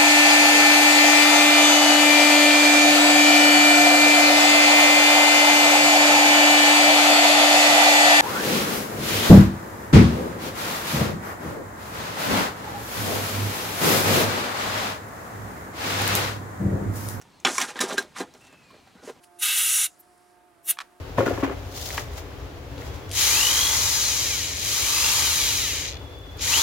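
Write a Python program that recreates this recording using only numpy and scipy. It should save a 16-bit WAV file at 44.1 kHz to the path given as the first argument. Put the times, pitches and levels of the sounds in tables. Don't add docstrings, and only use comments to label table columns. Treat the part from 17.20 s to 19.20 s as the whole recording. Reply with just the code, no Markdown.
import sys
import numpy as np
from scipy import signal
from scipy.fft import rfft, irfft
from scipy.io import wavfile
from scipy.ndimage import uniform_filter1d

SR = 44100
rng = np.random.default_rng(int(sys.argv[2]) if len(sys.argv) > 2 else 0)


def transcribe(signal):
    frames = np.atleast_2d(signal).T
    limited = np.clip(frames, -1, 1)
    pcm = np.round(limited * 32767).astype(np.int16)
    wavfile.write(sys.argv[1], SR, pcm)


def ratio(d):
    e = np.asarray(d, float) / 20
    return 10 ** e


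N = 88200


def evened(x):
    return x / np.sqrt(np.mean(x ** 2) + 1e-20)


def read(points, hz):
    f, value = np.transpose(points)
    return np.interp(np.log(hz + 1), np.log(f + 1), value)


def add(mix, s, sound):
    part = mix[..., round(s * SR):][..., :sound.shape[-1]]
    part += sound[..., :part.shape[-1]]


def resonate(x, hz, width_hz):
    turn = np.exp(2j * np.pi * np.cumsum(hz * np.ones(len(x))) / SR)
    r = np.exp(-np.pi * width_hz / SR)
    lowered = x / turn + 1e-18
    return 2 * (turn * signal.lfilter([1 - r], [1, -r], lowered)).real


def ping(hz, t60, rise_s=0.0018):
    t = np.arange(0, 0.3, 1 / SR)
    return ratio(-60 * t / t60) * (1 - np.exp(-t / rise_s)) * np.sin(2 * np.pi * hz * t)


# frequency in Hz, relative spectral density in dB.
AIR_SPECTRUM = [(15, -42), (25, -48), (92, 2.5), (229, 0), (516, -6), (887, -5.5), (1560, -11.5),
                (2410, -12), (4250, -16), (7710, -20.5), (16000, -33.5)]
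# frequency in Hz, left-right correlation.
LIKENESS = [(30, 1), (100, 1), (240, 0.66), (950, 0.65), (3800, 0.74), (7000, 0.96), (9000, 0.93)]
AIR_DB, PATCH_DB = -57, 0.97


def air():
    frames, hz = N // 256 + 5, np.fft.rfftfreq(1024, 1 / SR)
    a, b, c, d, patches = rng.standard_normal((frames, 513, 5)).T
    patches = uniform_filter1d(patches, 12, axis=0)
    patches = evened(uniform_filter1d(patches, 10, axis=1))
    same = np.clip(read(LIKENESS, hz) + (hz > 9000), -1, 1)[:, None]
    left = a + 1j * b
    right = same * left + np.sqrt(1 - same ** 2) * (c + 1j * d)
    spectrum = np.array([left, right]) * ratio(read(AIR_SPECTRUM, hz)[:, None] + PATCH_DB * patches)
    noise = signal.istft(spectrum, nperseg=1024, noverlap=768)[1][:, :N]
    return ratio(AIR_DB) * evened(noise)


# start in seconds, level in dB before a common 4 dB cut,
# pitch in Hz, body level in dB relative to the pitched part.
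TICKS = [(0.0142, -40.5, 5830, -2.5), (0.0214, -42.5, 5800, -2.5), (0.201, -43.5, 6610, -10),
         (0.4018, -19, 7400, -4), (0.4141, -13.5, 5700, -23), (0.7312, -30.5, 6900, -16),
         (0.8255, -34, 4000, -12), (1.1384, -42, 5400, -17), (1.1494, -49, 5460, 0),
         (1.2126, -50, 7100, -3), (1.2494, -51, 6800, -8), (1.2694, -47, 5600, -10), (1.327, -53, 6600, 3),
         (1.5094, -59, 4210, 11), (1.5614, -66, 4190, -13), (1.5994, -60, 4010, 0), (1.6744, -55, 4020, 3)]
TICK_T60_S = 0.023


def ticks():
    out = np.zeros(N)
    t = np.arange(2000) / SR
    for (s, db, hz, body_db), puff in zip(TICKS, rng.standard_normal((len(TICKS), 2, 2000))):
        fade = ratio(db - 4 - 60 * t / TICK_T60_S)
        high = evened(resonate(puff[0], hz, 1300))
        body = ratio(body_db) * evened(resonate(puff[1], 1350, 1700))
        add(out, s, fade * (high + body))
    return out


YARD_T60_S, YARD_SIDE = 0.073, 0.067


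def yard(x):
    t = np.arange(6000) / SR
    signs = np.sign(rng.standard_normal((2, 6000)))
    sparse = rng.random((2, 6000)) < 0.05
    middle, side = signs * sparse * (t > 0.003) * ratio(-60 * t / YARD_T60_S)
    side = uniform_filter1d(side, size=4) * 2
    tail = np.array([middle + YARD_SIDE * side, middle - YARD_SIDE * side])
    return signal.fftconvolve(x.mean(0)[None], tail / np.linalg.norm(middle), axes=1)[:, :N]


# start in seconds, nominal peak level in dB, pitch in Hz, t60 in seconds.
KNOCKS = [(0.051, -49, 900, 0.1), (0.383, -13, 1096, 0.028), (0.591, -15, 1730, 0.022),
          (0.626, -20.5, 1240, 0.033), (0.705, -22.5, 548, 0.037), (0.78, -12, 1586, 0.039),
          (0.847, -33.5, 363, 0.023), (1.004, -14, 321, 0.021), (1.022, -27, 343, 0.033),
          (1.504, -43.5, 1074, 0.054), (1.543, -61, 296, 0.028), (1.669, -48.5, 746, 0.052),
          (1.752, -36.5, 204, 0.036), (1.832, -43, 470, 0.045), (1.875, -27, 440, 0.049),
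          (1.897, -27.5, 456, 0.058)]
KNOCK_ROUGH = 0.2


def knocks():
    out = np.zeros(N)
    t = np.arange(4000) / SR
    for (s, db, hz, t60), puff in zip(KNOCKS, rng.standard_normal((len(KNOCKS), 4000))):
        crumble = evened(resonate(puff, 2 * hz, 0.97 * hz)) * ratio(-60 * t / t60)
        add(out, s, ratio(db) * (ping(hz, t60, 0.0013)[:4000] + KNOCK_ROUGH * crumble))
    return out


# start in seconds, length in seconds, level in dB,
# pitch in Hz, width in Hz of each of two equal resonances.
CHIRRS_AND_SQUEAK = [(.09, .12, -68, 4200, 600), (1.1, .25, -71, 4000, 700), (1.42, .2, -67, 4200, 700),
                     (1.62, .2, -72, 4000, 700), (1.41, .09, -76, 7550, 150), (1.76, .075, -62, 1480, 80)]


def chirrs_and_squeak():
    out, t = np.zeros(N), np.arange(N) / SR
    hiss = rng.standard_normal(N)
    for start, length, db, hz, width_hz in CHIRRS_AND_SQUEAK:
        band = evened(resonate(resonate(hiss, hz, width_hz), hz, width_hz))
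        gate = np.clip(np.minimum(t - start, start + length - t) / 0.01, 0, 1)
        out += band * ratio(db) * gate
    return out


# frequency in Hz, relative spectral density in dB.
GRIT = [(71, -48), (120, -6), (362, 0.5), (427, -5), (569, -4), (684, -8), (1090, -2.5), (1620, -3.5),
        (1940, -6), (2810, -10.5), (3900, -9.5), (4590, -8), (6770, -13.5), (10600, -20.5), (16000, -14)]


def grains(low_hz, high_hz, per_s, cycles, spread_db, count=20):
    out = np.zeros(N)
    for hz in np.geomspace(low_hz, high_hz, count):
        size = ratio(spread_db * np.minimum(rng.exponential(1, N), 4)) * np.sign(rng.random(N) - 0.5)
        train = size * (rng.random(N) < per_s / count / SR)
        wavelet = ping(hz, 2 * cycles / hz, 0.5 / hz)[:2000]
        wavelet = wavelet / np.linalg.norm(wavelet)
        out += ratio(read(GRIT, hz)) * np.sqrt(hz) * signal.oaconvolve(train, wavelet)[:N]
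    return evened(out)


# time in seconds, grit level in dB, clod level in dB relative to grit,
# fine sand level in dB relative to grit.
DRAGS_AND_SCUFFS = [
    [(0.27, -26.5, -6, -7.5), (0.316, -40, 0, 3), (0.372, -39.5, -21, 5.5), (0.376, -39.5, -17, 3)],
    [(0.392, -35.5, -5, -2), (0.414, -24.5, -21.5, -7.5), (0.426, -27.5, -13, -3.5), (0.47, -45, -6.5, 0.5),
     (0.506, -37, -8, -6), (0.538, -55, -8, -7.5), (0.553, -48.5, 1, -4)],
    [(0.565, -37, -7, -8), (0.583, -41.5, -7, -10), (0.591, -36, -13, -18), (0.599, -53, 7, -10),
     (0.603, -46.5, 10.5, -7)],
    [(0.63, -38, 9, -12), (0.65, -39.5, -0.5, -20), (0.692, -39, 1, 3), (0.712, -30.5, -6.5, -15.5),
     (0.744, -43.5, 9, 3.5), (0.756, -48.5, 8, -1), (0.772, -43, -2, -13), (0.776, -35.5, -13, -7)],
    [(0.8, -38.5, -2.5, -4.5), (0.864, -58, 8, -10), (0.93, -63, -22, -10)],
    [(0.935, -67, -7, -7), (0.967, -37, -14, -10), (0.985, -39, 1, 0), (0.997, -40, -3.5, -1.5),
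     (1.009, -34, 8, -4), (1.047, -56, 7.5, -9), (1.13, -72, 3, -3)],
    [(1.135, -68, -2, -7), (1.149, -56, 2.5, -15), (1.179, -68.5, 6, 7.5), (1.187, -68, 5, -1),
     (1.271, -57.5, -15, -3.5), (1.301, -65.5, 0, -9), (1.347, -59, 6, -14), (1.36, -79, -24, -24)],
    [(1.36, -74, -23, -24), (1.474, -66, -2, -19), (1.488, -69.5, -3, -15), (1.554, -58, 7.5, -13),
     (1.648, -78, 0, -16), (1.678, -58.5, -8, -19), (1.692, -70, -11, -17), (1.8, -61, 4, -19)],
    [(1.8, -71, 8, -20), (1.812, -69, -6, -1), (1.84, -53, 11, -4.5), (1.86, -53.5, -0.5, 2),
     (1.898, -49, 8.5, -4.5), (1.942, -75, -4, 4), (1.964, -63.5, 8, -14), (2.0, -79, -10, -8)],
]
# start in seconds, grit level in dB before the crest offset,
# clods in dB relative to grit, fine sand in dB relative to grit, t60 in seconds, rise in seconds,
# blade ring in dB relative to the grit level.
JABS = [(0.2489, -7.5, -8.5, -14.5, 0.13, .001, -6), (0.3803, -10, -9.5, 0, 0.04, 0.0025, -18),
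        (0.5561, -26.5, 0, -16, 0.063, 0.0013, -30), (.604, -11.5, -7, 1.5, 0.12, 0.0065, -16),
        (.7792, -17, -2, 0.5, 0.063, 0.0022, -9)]
JAB_CREST_DB = -8


def pressure():
    t, level = np.arange(N) / SR, np.zeros((3, N))
    for stretch in DRAGS_AND_SCUFFS:
        s, db, clod_db, fine_db = np.transpose(stretch)
        on = (t >= s[0]) & (t < s[-1] + 0.004)
        level += on * ratio([np.interp(t, s, db + rel) for rel in (0, clod_db, fine_db)])
    power = uniform_filter1d(level, 60, axis=1) ** 2
    u = np.arange(0, 0.3, 1 / SR)
    for s, db, clod_db, fine_db, t60, rise_s, _ in JABS:
        burst = np.minimum(u / rise_s, 1) * ratio(db + JAB_CREST_DB - 60 * u / t60)
        add(power, s, (ratio([[0], [clod_db], [fine_db]]) * burst) ** 2)
    return np.sqrt(power)


# lowest pitch in Hz, highest pitch in Hz,
# grains per second, cycles in which a wavelet decays by 30 dB, size spread in dB per unit exponential draw.
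REGISTERS = [(786, 4590, 3000, 6.36, 2.5), (193.6, 800, 500, 3.4, 1.5), (5100, 10700, 13000, 6.2, 2)]
CLUMP_DB, CLUMP_S = 1.5, 0.003


def sand():
    registers = np.array([grains(*row) for row in REGISTERS]) * pressure()
    clumps = uniform_filter1d(rng.standard_normal(N), round(CLUMP_S * SR))
    return (registers * ratio(CLUMP_DB * evened(clumps))).sum(0)


# frequency in Hz, relative level in dB, t60 in seconds before the cap.
BLADE = [(386.6, 4, 0.19), (563, -0.5, 0.17), (913, 7, 0.042), (1070, -2, 0.27), (1407, -2.5, 0.11),
         (1470, -2, 0.04), (1810, -22, 0.14), (2070, -20, 0.097), (2300, 4.5, 0.047), (2530, -1.5, 0.2),
         (2840, -10, 0.21), (3398, 3.5, 0.24), (3760, -18, 0.059), (5490, 8.5, 0.033), (6520, 1, 0.047),
         (7150, 7.5, 0.036)]
LONGEST_RING_S = 0.1


def blade():
    out = np.zeros(N)
    modes = np.array([ratio(db) * ping(hz, min(t60, LONGEST_RING_S), 0.00014) for hz, db, t60 in BLADE])
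    places = rng.uniform(-1.4, 1, (len(JABS), len(BLADE)))
    for (s, db, *_, ring_db), where in zip(JABS, places):
        weights = np.sign(where) * ratio(1.96 * where)
        add(out, s, ratio(db + ring_db) * weights @ modes / 4)
    return out


# start in seconds, nominal peak level in dB, pitch in Hz, t60 in seconds.
CHINKS = [(.2515, -7.5, 3164, 0.016), (.294, -32, 5560, .05), (.3805, -12, 5780, .025),
          (.3805, -8, 7150, 0.011), (.3805, -16, 2300, .02), (.611, -20, 3890, 0.066),
          (.781, -13.5, 5100, 0.017), (.784, -15.5, 4017, 0.029), (1.006, -31.5, 4030, 0.052)]


def chinks():
    out = np.zeros(N)
    for s, db, hz, t60 in CHINKS:
        add(out, s, ratio(db) * ping(hz, t60, 0.0012))
    return out


# time in seconds, pitch in Hz, level of the sine in dB.
WHISTLE = [(1.205, 2670, -62), (1.24, 2700, -60), (1.3, 2660, -60), (1.42, 2560, -61), (1.5, 2400, -65),
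           (1.68, 2370, -70)]


def whistle():
    t, (s, hz, db) = np.arange(N) / SR, np.transpose(WHISTLE)
    gate = np.clip(np.minimum(t - s[0], s[-1] - t) / 0.012, 0, 1)
    pitch = np.interp(t, s, hz)
    tone = np.sin(2 * np.pi * np.cumsum(pitch) / SR)
    fuzz = evened(resonate(rng.standard_normal(N), pitch, 120))
    return (tone + 0.56 * fuzz) * ratio(np.interp(t, s, db)) * gate


# frequency in Hz, left minus right in dB.
BALANCE = [(60, -3), (250, -.4), (600, -1.3), (1200, -0.8), (2400, -1), (5000, -1.9), (8000, -2.5),
           (10000, 2)]
LOW_CUT_HZ, DIP_HZ, DIP_WIDTH_HZ, DIP_DB = 188.4, 4780, 870, -4


def microphones(x):
    hz = np.fft.rfftfreq(N, 1 / SR)
    half = ratio(0.5 * read(BALANCE, hz))
    dip = ratio(DIP_DB * np.exp(-((hz - DIP_HZ) / DIP_WIDTH_HZ) ** 2))
    x = signal.sosfilt(signal.butter(5, LOW_CUT_HZ, "high", fs=SR, output="sos"), x)
    return irfft(rfft(x) * dip * np.array([half, 1 / half]), N)


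YARD_DB = -7.5


def scene():
    near = microphones(ticks() + knocks() + sand() + blade() + chinks())
    return air() + near + ratio(YARD_DB) * yard(near) + chirrs_and_squeak() + whistle()


def low_pass(x):
    return signal.sosfilt(signal.butter(12, 16290, fs=SR, output="sos"), x)


def record(dry):
    taps = signal.firwin(511, 16000, window=("kaiser", 9), fs=SR)
    finished = signal.oaconvolve(dry, taps[None], "same")
    return low_pass(finished)


dry = scene()
out = record(dry)
transcribe(out)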